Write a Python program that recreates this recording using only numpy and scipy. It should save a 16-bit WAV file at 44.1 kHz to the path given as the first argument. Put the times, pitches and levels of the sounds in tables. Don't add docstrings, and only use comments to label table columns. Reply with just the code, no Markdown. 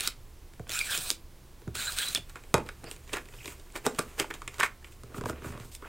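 import sys
import numpy as np
from scipy import signal
from scipy.fft import rfft, irfft, next_fast_len
from scipy.io import wavfile
from scipy.ndimage import uniform_filter1d, map_coordinates

SR = 44100
rng = np.random.default_rng(int(sys.argv[2]) if len(sys.argv) > 2 else 0)


def pcm_store(signal):
    levels = np.round(np.clip(np.atleast_2d(signal), -1, 1) * 32767)
    wavfile.write(sys.argv[1], SR, levels.astype(np.int16).T)


def natural_amplitude(level_db):
    exponent = np.asarray(level_db, float) / 20
    return 10 ** exponent


N = 259293

# time_s, drag_db, bite_db
STROKE_LEVELS = [
    [(0.0, -38, 4), (0.0735, -37, 0.5), (0.076, -22, -3), (0.09, -56, 4), (0.13, -69, 16)],
    [(0.67, -90, 16), (0.695, -42, -2), (0.75, -37, 0.5), (0.818, -38, -2), (0.834, -41.5, -4),
     (0.946, -31, -1), (1.034, -39.5, -28), (1.102, -36.5, -16), (1.16, -54, -1)],
    [(1.73, -86, 4), (1.75, -40.5, -3), (1.816, -36, 0.5), (1.86, -35.5, -1.5), (1.944, -41.5, -10),
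     (1.994, -34, 2.5), (2.147, -41, -6.5), (2.151, -34.5, 7.5), (2.22, -64, -9)],
]
# time_s, teeth_hz, depth_db
RATCHET_TEETH = [
    [(0.0, 200, 2), (0.075, 200, 1)],
    [(0.6936, 98, 11), (0.72, 148, 10), (0.755, 235, 5), (0.79, 250, 2.5), (0.86, 370, 1.5),
     (0.93, 310, 1.5), (0.97, 290, 5), (1.01, 230, 2.5), (1.1, 200, .6)],
    [(1.7636, 140, 6), (1.795, 215, 5), (1.86, 242, 7), (1.89, 230, 2.5), (1.95, 280, .6), (2.02, 290, 3.5),
     (2.05, 275, 6), (2.09, 290, 2.5), (2.15, 250, 1.2)],
]
# pitch_hz, width_hz, level_db
CASE_MODES = [(1420, 320, -4.5), (2500, 640, -2), (3300, 860, -2.5), (3950, 700, -2.5)]
# pitch_hz, level_db_per_hz
FIBRE_HISS = [(240, -39), (400, -16), (625, -8.5), (877, -11.5), (1460, -6.5), (2110, -15.5), (2460, -2),
              (2780, -7), (3900, -2), (5900, -8.5), (8540, -1), (10800, -11.5), (15800, -10)]
# pitch_hz, level_db_per_hz
AIR_SPECTRUM = [(8.8, -37), (15, 0.5), (36, -4), (77, -22.5), (91, -33), (126, -13.5), (150, -23),
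                (310, -25), (348, -18), (380, -24), (680, -30.5), (1050, -28.5), (1290, -34), (1890, -34),
                (15800, -41)]
# pitch_hz, width_hz, level_db
VENT_HUM = [(24.3, 8.1, -54), (70.5, 3.4, -57.5), (117.8, 7.5, -61.5)]
# pitch_hz, t60_s
ROOM_DECAY = [(150, 0.41), (1000, 0.2), (4000, 0.18), (12000, 0.13)]
# start_s, strength_db, sharpness_db (crack over ring), ring_hz
TIP_CATCHES = [(0.0064, -38, 21.5, 2440), (0.0825, -37, 1, 2700), (0.5355, -50.5, 4.5, 1660),
               (0.669, -44.5, -12, 1380), (0.6768, -54, 10, 2500), (0.6934, -32, 0, 2450),
               (0.7896, -45, 27, 2500), (0.9472, -52, 18, 3090), (0.9752, -42.5, 23, 3390),
               (1.1118, -31, 9, 3570), (1.7526, -34.5, 9, 1280), (1.9206, -43.5, 17, 2390),
               (1.9857, -42.5, 27, 1620), (2.0853, -38, 19.5, 3300), (2.1737, -29, 0, 3300)]
# start_s, strength_db, sharpness_db, ring_hz
LANDINGS = [
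    (0.595, -43.5, -2, 1270),
    (1.618, -55, 1, 1440),
    (1.6769, -41, -4, 1190),
    (2.8404, -44.5, 8, 1200),
]
# start_s, strength_db, sharpness_db, ring_hz
EDGE_SNAPS = [
    (0.0741, -32, 24.3, 3360),
    (1.1026, -32, 25.4, 1130),
    (2.1483, -34, 26.6, 3430),
]
# pitch_hz, width_hz, level_db
EDGE_MODES = [(3430, 2100, -3.5), (4740, 2170, 0), (7300, 1300, 1), (9130, 1400, 0.5), (13100, 1560, -7)]
# pitch_hz, width_hz, level_db
CARD_MODES = [(840, 52, -9.5), (1145, 360, -7), (1636, 180, -5), (1455, 190, -10.5), (2630, 480, -8),
              (3060, 290, -8.5)]
# pitch_hz, width_hz, level_db
TABLE_MODES = [(289, 125, -0.5), (411, 97, 4), (480, 89, 2.5), (592, 82, -1), (706, 104, -5.5)]
# pitch_hz, width_hz, level_db
LEG_MODES = [(72, 4.6, 0), (113.2, 14, 3), (184, 154, -2), (245, 164, -2)]
# start_s, peak_db
PUSHES = [(0.597, -26.5), (0.984, -39.5), (1.674, -22), (2.151, -38.5), (2.189, -35.5), (2.541, -18),
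          (3.864, -43), (5.036, -35.5), (5.179, -25), (5.21, -31), (5.235, -29), (5.253, -29), (5.294, -29),
          (5.332, -31), (5.423, -37), (5.459, -28), (5.498, -28.5), (5.547, -31), (5.6, -31.5),
          (5.651, -42)]
# middle_s, length_s, pitch_hz, level_db
ROLLER_SQUEAKS = [(0.736, 0.028, 5450, -39), (0.756, 0.025, 7300, -33), (0.76, .07, 1445, -40),
                  (0.765, 0.057, 2505, -37), (.812, 0.023, 2486, -26.5), (.815, 0.022, 4910, -40),
                  (0.913, 0.071, 1623, -34.5), (.925, 0.051, 3430, -36.5), (0.947, 0.049, 3156, -35.5),
                  (0.988, 0.016, 312, -40), (1.86, 0.042, 7300, -37), (1.883, 0.048, 1462, -36.5),
                  (1.881, 0.036, 3950, -34), (2.003, 0.074, 1560, -36.5), (2.018, 0.0495, 3950, -36),
                  (2.028, 0.05, 3300, -34), (2.079, 0.054, 4000, -35), (2.16, 0.017, 3400, -27),
                  (1.8, 0.073, 1502, -40), (1.817, .04, 3950, -38)]
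# time_s, level_db
GRIP_LEVEL = [
    (2.22, -58.5),
    (2.96, -58.5),
    (3.52, -56),
    (3.79, -58),
    (3.92, -50),
    (4.06, -51.5),
    (4.52, -56),
    (4.68, -74),
    (4.93, -63.5),
    (5.88, -63),
]
# flex_db, crinkle_db, rub_db
GRIP_LAYERS_DB = [-11, -9, -8.5]
# middle_s, half_length_s, level_db, touch (0 bends, 1 crinkles, 2 brushes)
SLIDES = [(2.301, 0.015, -57, 1.4), (2.368, 0.018, -51, 0.78), (2.585, 0.035, -42.5, 0.18),
          (2.916, 0.046, -52.5, 1.8), (3.096, 0.022, -58, 1.7), (3.164, 0.047, -43.5, 1.1),
          (3.357, 0.012, -67, 0.24), (3.412, 0.13, -60.5, 2.1), (3.476, 0.031, -52, 2.2),
          (3.513, 0.036, -51, 1.44), (3.906, 0.026, -71, 3.1), (4.004, 0.04, -58, 1.8),
          (4.235, 0.039, -52.5, 0.37), (4.348, 0.01, -53.5, 1.7), (4.558, 0.04, -55, 1.35),
          (4.648, 0.031, -41.5, 1.57), (4.869, .023, -59, 1.35), (4.926, 0.019, -61, 2.1),
          (5.14, 0.1, -56, 0.039), (5.171, 0.027, -49, 2.27), (5.29, 0.037, -50, 1.24),
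          (5.38, 0.055, -53.5, 0.47), (5.452, 0.024, -55, 2), (5.49, 0.061, -54.5, 2.4),
          (5.538, 0.027, -49.5, 0.077), (5.624, 0.042, -59, 1.7), (5.667, 0.034, -59.5, 0.084)]
# start_s, length_s, level_db, touch
SCRAPES = [
    (2.656, .024, -54.5, 1.1),
    (2.833, 0.046, -46.5, .25),
    (4.339, 0.019, -54, 0.94),
    (5.139, 0.17, -62.5, 0.63),
    (5.25, .051, -51, 2.5),
    (5.416, 0.21, -56, 0.55),
    (5.642, 0.047, -59, 2.6),
    (5.713, 0.04, -44.5, 2.7),
    (5.819, .071, -50.5, 0.76),
]
# middle_s, half_length_s, level_db
CREASES = [
    (3.137, 0.012, -34),
    (3.765, 0.022, -37.5),
    (3.864, 0.022, -33.5),
    (3.99, 0.0041, -24),
    (4.203, 0.026, -29.5),
    (4.306, 0.004, -35),
    (4.602, 0.015, -31.5),
    (4.628, 0.011, -46),
    (4.632, 0.0055, -34),
]
# flex_db, crinkle_db, rub_db
CREASE_LAYERS_DB = [-8, -5.5, -9.5]
# pitch_hz, width_hz, level_db
CRINKLE_MODES = [(700, 670, -6), (1200, 690, 1), (1900, 720, 0.5), (2700, 960, -2.5)]
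# pitch_hz, width_hz, level_db
RUB_MODES = [(3300, 1800, -6), (5060, 1300, -2.5), (7300, 2200, -0.5), (9130, 1600, -0.5),
             (13100, 3000, -7)]
# start_s, strength_db, sharpness_db, ring_hz
NAIL_TAPS = [(2.2953, -68, 29, 1190), (2.3566, -35, -4, 1460), (2.4369, -47, 1.5, 2460),
             (2.663, -61, 17, 1100), (2.6884, -34, 3.5, 1540), (2.9124, -38, 12.5, 2600),
             (2.9625, -47.5, 7, 2400), (3.076, -49, 4, 2280), (3.0931, -41, -11, 2350),
             (3.1316, -46, 23, 3030), (3.1356, -24.5, -12, 2500), (3.1495, -32, -6, 1900),
             (3.1605, -36, -6, 1980), (3.1687, -27.5, -0.5, 1710), (3.1825, -34.5, -12, 1620),
             (3.2555, -49, 5, 2500), (3.286, -47, 2, 2080), (3.3245, -52, -21, 2420),
             (3.3374, -42.5, -30, 2330), (3.445, -40, -8, 2630), (3.4567, -34, 6, 2620),
             (3.4774, -31.5, -4, 2610), (3.5964, -51, 8, 3270), (3.7017, -52, -3, 2130),
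             (3.7222, -62, 18, 1680)]
# start_s, strength_db, sharpness_db, ring_hz
FOLD_POPS = [(3.7544, -33, -7, 2160), (3.7598, -33.5, 5.5, 940), (3.9474, -44.5, 7, 2730),
             (3.9605, -48, 3, 2900), (4.1979, -18, 4.5, 2800), (4.2425, -32, -15, 910),
             (4.3027, -37, -5, 1620), (4.3094, -27.5, -23, 1610), (4.3388, -34.5, 4, 2900),
             (4.418, -34, -3.5, 1240), (4.4766, -29.5, 2.5, 2360), (4.5417, -42.5, 3.5, 2330),
             (4.8263, -55, -1, 1640), (4.8443, -38.5, -6, 2360), (4.922, -47.5, -5, 2610),
             (5.7497, -58, 28.5, 2340)]
# start_s, strength_db, sharpness_db, ring_hz
BUCKLE_POPS = [(4.5824, -43, 9, 1160), (4.5981, -23, -3, 2100), (4.6018, -24.5, 6.5, 2620),
               (4.6084, -15, -22, 1680), (4.6205, -27, -14, 2200), (4.63, -17, -12, 2170),
               (4.6328, -16, -4, 1630), (4.6445, -28, -12, 2300), (4.6485, -31.5, -17, 1320),
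               (4.6515, -31, -15, 1490), (4.66, -34, -12, 1900), (4.6645, -35, -12, 2300)]
# start_s, strength_db, sharpness_db
KNEADS = [(5.034, -46, 6.5), (5.12, -54, -10), (5.144, -39, -8), (5.1633, -42, -15), (5.1812, -36, -4),
          (5.2103, -35, -3), (5.237, -35.5, -4), (5.257, -27.5, -3), (5.2869, -35.5, -12),
          (5.2964, -27, -1), (5.33, -42.5, -22), (5.42, -45, -6), (5.4444, -35, -8), (5.46, -39.5, -11),
          (5.471, -41.5, -2), (5.485, -45, -12), (5.504, -50, -12), (5.5208, -46, 3), (5.534, -47, -12),
          (5.55, -45, -12), (5.5757, -41.5, -3.5), (5.599, -45, 6.5), (5.633, -49, -5), (5.647, -56, -8),
          (5.8235, -42.5, -14)]
# middle_s, length_s, pitch_hz, level_db
FINGER_SKIMS = [
    (2.377, .025, 1474, -46),
    (2.874, .037, 4660, -43),
    (2.875, .035, 2530, -45.5),
    (3.41, .08, 2630, -47.5),
    (3.89, .04, 7300, -46),
    (5.85, .05, 1200, -42),
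]
# start_s, strength_db, sharpness_db, ring_hz
BLOWS = [
    (2.5408, -12.5, 2, 1160),
    (2.5798, -28, 0, 1040),
    (3.8645, -17, 3, 840),
    (3.9911, -21, 6.5, 1250),
]
# pitch_hz, level_db, t60_s
BARREL_MODES = [(365, -4, .09), (578, -3, 0.17), (840, -2, 0.18), (899, -1, 0.2), (1070, -0.5, .13),
                (1255, 0.5, 0.084), (1390, -17, 0.14), (1610, -14, 0.064), (2060, -13, 0.052),
                (2450, -1.5, 0.037)]
# start_s, level_db
FALLS = [
    (2.5417, -25),
    (2.5545, -41),
    (2.5809, -43),
    (2.598, -45),
]

TIP_TOP_HZ, CARD_TOP_HZ = 12000, 8500
TOUCH_LOSS_DB = 11


def unit(x):
    return x / np.sqrt(np.mean(x ** 2) + 1e-20)


def along(points, hz):
    f, v = np.transpose(points)
    return np.interp(np.log(hz + 1), np.log(f + 1), v)


def curves(rows):
    s, *columns = np.transpose(rows)
    t = np.arange(N) / SR
    return natural_amplitude([np.interp(t, s, db, -150, -150) for db in columns])


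def wobble(rate_hz):
    knots = rng.standard_normal(int(N * rate_hz / SR) + 4)
    return map_coordinates(knots, [np.arange(N) * rate_hz / SR])


def filtered(x, response):
    n = x.shape[-1]
    m = next_fast_len(n + 4096)
    return irfft(rfft(x, m) * response(np.fft.rfftfreq(m, 1 / SR)), m)[..., :n]


def modes(table):
    def response(f):
        total = 0
        for k, (hz, width_hz, db) in enumerate(table):
            damping = 1j * f * width_hz
            total = total + (-1) ** k * natural_amplitude(db) * damping / (hz * hz - f * f + damping)
        return total
    return response


def soft(table, top_hz):
    return lambda f: modes(table)(f) / (1 + 1j * f / top_hz) ** 2


def grit(per_second, size_db, patchy_db):
    z = signal.stft(rng.standard_normal(N), nperseg=256)[2]
    field = uniform_filter1d(rng.standard_normal(z.shape), size=5, axis=0)
    field = uniform_filter1d(field, size=9, axis=1)
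    noise = signal.istft(z * natural_amplitude(patchy_db * unit(field)), nperseg=256)[1][:N]
    chance, size = rng.random(N), rng.standard_normal(N)
    ticks = (chance < per_second / SR) * natural_amplitude(size_db) * size
    return unit(unit(noise) + ticks)


def ratchet():
    swing, t = np.zeros(N), np.arange(N) / SR
    for rows in RATCHET_TEETH:
        s, rate_hz, depth_db = np.transpose(rows)
        teeth = np.cumsum(np.interp(t, s, rate_hz, 0, 0)) / SR
        swing += np.interp(t, s, depth_db, 0, 0) * (1 - 2 * (teeth % 1))
    return uniform_filter1d(swing, size=24)


def runner():
    hiss, bite = sum(curves(rows) for rows in STROKE_LEVELS)
    flutter_db = wobble(44.9) + ratchet()
    case = unit(filtered(grit(600, size_db=16, patchy_db=3), soft(CASE_MODES, top_hz=7800)))
    fibres = grit(800, size_db=10, patchy_db=2.5)
    fibres = unit(filtered(fibres, lambda f: natural_amplitude(along(FIBRE_HISS, f))))
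    drag = unit(filtered(rng.standard_normal(N), soft(LEG_MODES[2:], top_hz=402)))
    rasp = hiss * bite * natural_amplitude(flutter_db - 5) * case
    rustle = natural_amplitude(flutter_db + 1.2 * wobble(120) - 1.5) * fibres
    return rasp + hiss * (rustle + natural_amplitude(-26.5) * drag)


def room_tone(level_db=-53, apart_db=-19):
    mid, side = filtered(rng.standard_normal((2, N)), lambda f: natural_amplitude(along(AIR_SPECTRUM, f)))
    hum = np.zeros(N)
    for hz, width_hz, db in VENT_HUM:
        hum += natural_amplitude(db) * unit(filtered(rng.standard_normal(N), modes([(hz, width_hz, 0)])))
    scale = natural_amplitude(level_db) / np.std(mid)
    return scale * mid + hum + scale * natural_amplitude(apart_db) * side * np.array([[1], [-1]])


def room(x, apart_db=-20):
    hz, t, z = signal.stft(rng.standard_normal((2, SR // 3)), SR, nperseg=128)
    decay = natural_amplitude(-60 * t / along(ROOM_DECAY, hz)[:, None])
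    mid, side = signal.istft(z * decay, SR, nperseg=128)[1]
    side = natural_amplitude(apart_db) * side
    tail = np.array([mid + side, mid - side]) / np.linalg.norm(mid)
    delayed = np.pad(x, (130, 0))[None]
    return signal.fftconvolve(delayed, tail, axes=1)[:, :N]


def contacts(rows, weight_db, per_octave_db=0.0, bright_hz=9020):
    events = []
    for s, db, sharp_db, ring_hz in rows:
        thud_db = db + weight_db + per_octave_db * np.log2(ring_hz / 1500)
        crack_hz = bright_hz if sharp_db > 6 else 3830
        events.append((s, db + sharp_db, db, thud_db, ring_hz, crack_hz))
    return events


def knocks(events, crack_t60, ring_t60, thud_t60, scatter, top_hz, slip_size=0.6, fold_db=0):
    slips, slip_s = 3, 0.0016
    out, t = np.zeros(N + SR), np.arange(SR // 7) / SR
    t60 = np.array([[crack_t60], [ring_t60], [thud_t60]])
    for s, crack_db, ring_db, thud_db, ring_hz, crack_hz in events:
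        rattle = scatter * rng.standard_normal((3, len(t))) * natural_amplitude(-60 * t / t60)
        rattle[:, 0] += 1
        when, size = rng.random(slips), rng.uniform(-1.35, 1, slips)
        rattle[:2, 1 + (when * slip_s * SR).astype(int)] += slip_size * size
        span = [(ring_hz, 0.3 * ring_hz, 4)]
        fold = [(crack_hz, 0.025 * crack_hz, fold_db)]
        edge = soft(fold + EDGE_MODES, top_hz)
        card = soft(span + CARD_MODES, top_hz=4000)
        table = soft(TABLE_MODES, top_hz=840)
        levels_db = (crack_db + 2.5, ring_db + 4.5, thud_db + 6.5)
        for push, body, db in zip(rattle, (edge, card, table), levels_db):
            sound = filtered(push, body)
            out[round((s + 0.0007) * SR):][:len(t)] += natural_amplitude(db) * sound / np.abs(sound).max()
    return out[:N]


def tip_clicks():
    events = contacts(TIP_CATCHES, weight_db=-13) + contacts(LANDINGS, weight_db=1.5)
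    return knocks(events, crack_t60=0.012, ring_t60=0.012, thud_t60=0.03, scatter=0.2, top_hz=TIP_TOP_HZ)


def edge_snaps():
    events = contacts(EDGE_SNAPS, weight_db=-15.5, bright_hz=4980)
    return knocks(events, crack_t60=0.01, ring_t60=0.012, thud_t60=0.03, scatter=0.04,
                  top_hz=TIP_TOP_HZ, slip_size=0.35, fold_db=-9)


def thumps():
    pushes = np.zeros(N)
    for s, db in PUSHES:
        pushes[round(s * SR)] = natural_amplitude(db + 43.5)
    return filtered(pushes, soft(LEG_MODES, top_hz=490))


def squeaks(rows, wander_hz, steady, swing_db=0):
    out, t = np.zeros(N), np.arange(N) / SR
    drift, beat = wobble(300), wobble(500)
    for s, length_s, hz, db in rows:
        part = slice(round((s - length_s) * SR), round((s + length_s) * SR))
        phase = 2 * np.pi * np.cumsum(hz + wander_hz * drift[part]) / SR
        swell = np.exp(-(2.4 * (t[part] - s) / length_s) ** 2)
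        out[part] += natural_amplitude(db) * (steady + 0.74 * beat[part]) * swell * np.sin(phase)
    return out * natural_amplitude(swing_db)


def roller_squeaks():
    return squeaks(ROLLER_SQUEAKS, wander_hz=100, steady=1.2, swing_db=0.45 * ratchet() - 2)


def hands():
    t, layer = np.arange(N) / SR, np.arange(3)
    break_s, fade_s = 0.005, 0.022

    def swell(s, half_s, layers_db):
        return natural_amplitude(np.c_[layers_db]) * np.exp(-2 * ((t - s) / half_s) ** 2)

    def touched(db, touch):
        return db - TOUCH_LOSS_DB * (layer - touch) ** 2

    gains = curves(GRIP_LEVEL) * natural_amplitude(np.c_[GRIP_LAYERS_DB])
    for s, half_s, db, touch in SLIDES:
        gains = gains + swell(s, half_s, touched(db, touch))
    for s, length_s, db, touch in SCRAPES:
        held = np.interp(t, [s, s + break_s, s + length_s, s + length_s + fade_s], [0, 1, 1, 0])
        gains = gains + held * natural_amplitude(np.c_[touched(db, touch)])
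    for s, half_s, db in CREASES:
        gains = gains + swell(s, half_s, db + np.array(CREASE_LAYERS_DB))
    flex, crinkle, rub = gains
    clump = wobble(70)
    low = grit(450, size_db=15.5, patchy_db=1.5)
    low = unit(filtered(low, soft(LEG_MODES[2:] + TABLE_MODES, top_hz=1200)))
    middle = unit(filtered(grit(700, size_db=18, patchy_db=2), soft(CRINKLE_MODES, top_hz=5200)))
    high = unit(filtered(grit(500, size_db=11, patchy_db=2.5), modes(RUB_MODES)))
    return natural_amplitude(2 * clump) * (flex * low + crinkle * middle) + rub * natural_amplitude(1.2 * clump) * high


def card_pops():
    events = contacts(NAIL_TAPS, weight_db=-16, per_octave_db=6)
    events += contacts(FOLD_POPS, weight_db=-17, per_octave_db=1)
    events += contacts(BUCKLE_POPS, weight_db=-30)
    knead_hz = 1130
    events += contacts([(*row, knead_hz) for row in KNEADS], weight_db=-5)
    return knocks(events, crack_t60=0.014, ring_t60=0.03, thud_t60=0.04, scatter=0.15, top_hz=CARD_TOP_HZ)


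def finger_skims():
    return squeaks(FINGER_SKIMS, wander_hz=330, steady=0.2)


def heavy_blows():
    events = contacts(BLOWS, weight_db=-7)
    return knocks(events, crack_t60=0.03, ring_t60=0.1, thud_t60=0.08, scatter=0.04, top_hz=CARD_TOP_HZ)


def fall():
    out, t = np.zeros(N), np.arange(SR // 4) / SR
    beat_hz = 28
    for s, db in FALLS:
        luck = rng.standard_normal((len(BARREL_MODES), 2))
        ring = np.zeros(len(t))
        for (hz, level_db, t60), (a, b) in zip(BARREL_MODES, luck):
            twin = 0.94 * np.sin(2 * np.pi * (hz + beat_hz * b) * t)
            ring += natural_amplitude(level_db + 1.5 * a - 60 * t / t60) * (np.sin(2 * np.pi * hz * t) + twin)
        out[round(s * SR):][:len(t)] += natural_amplitude(db - 4) * ring
    return out


def scene():
    strokes = runner() + tip_clicks() + edge_snaps() + roller_squeaks()
    card = hands() + card_pops() + finger_skims()
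    table = thumps() + heavy_blows() + fall()
    near = strokes + card + table
    return near + natural_amplitude(-11) * room(near) + room_tone()


def band_limit(x):
    return signal.sosfilt(signal.butter(12, 16810, fs=SR, output="sos"), x)


def record(dry):
    top_hz, lean_db = 15850, -1.5
    ports = filtered(dry, lambda f: natural_amplitude(-38 * (f > top_hz)))
    ports = ports * natural_amplitude([[lean_db / 2], [-lean_db / 2]])
    return band_limit(ports)


dry = scene()
out = record(dry)
pcm_store(out)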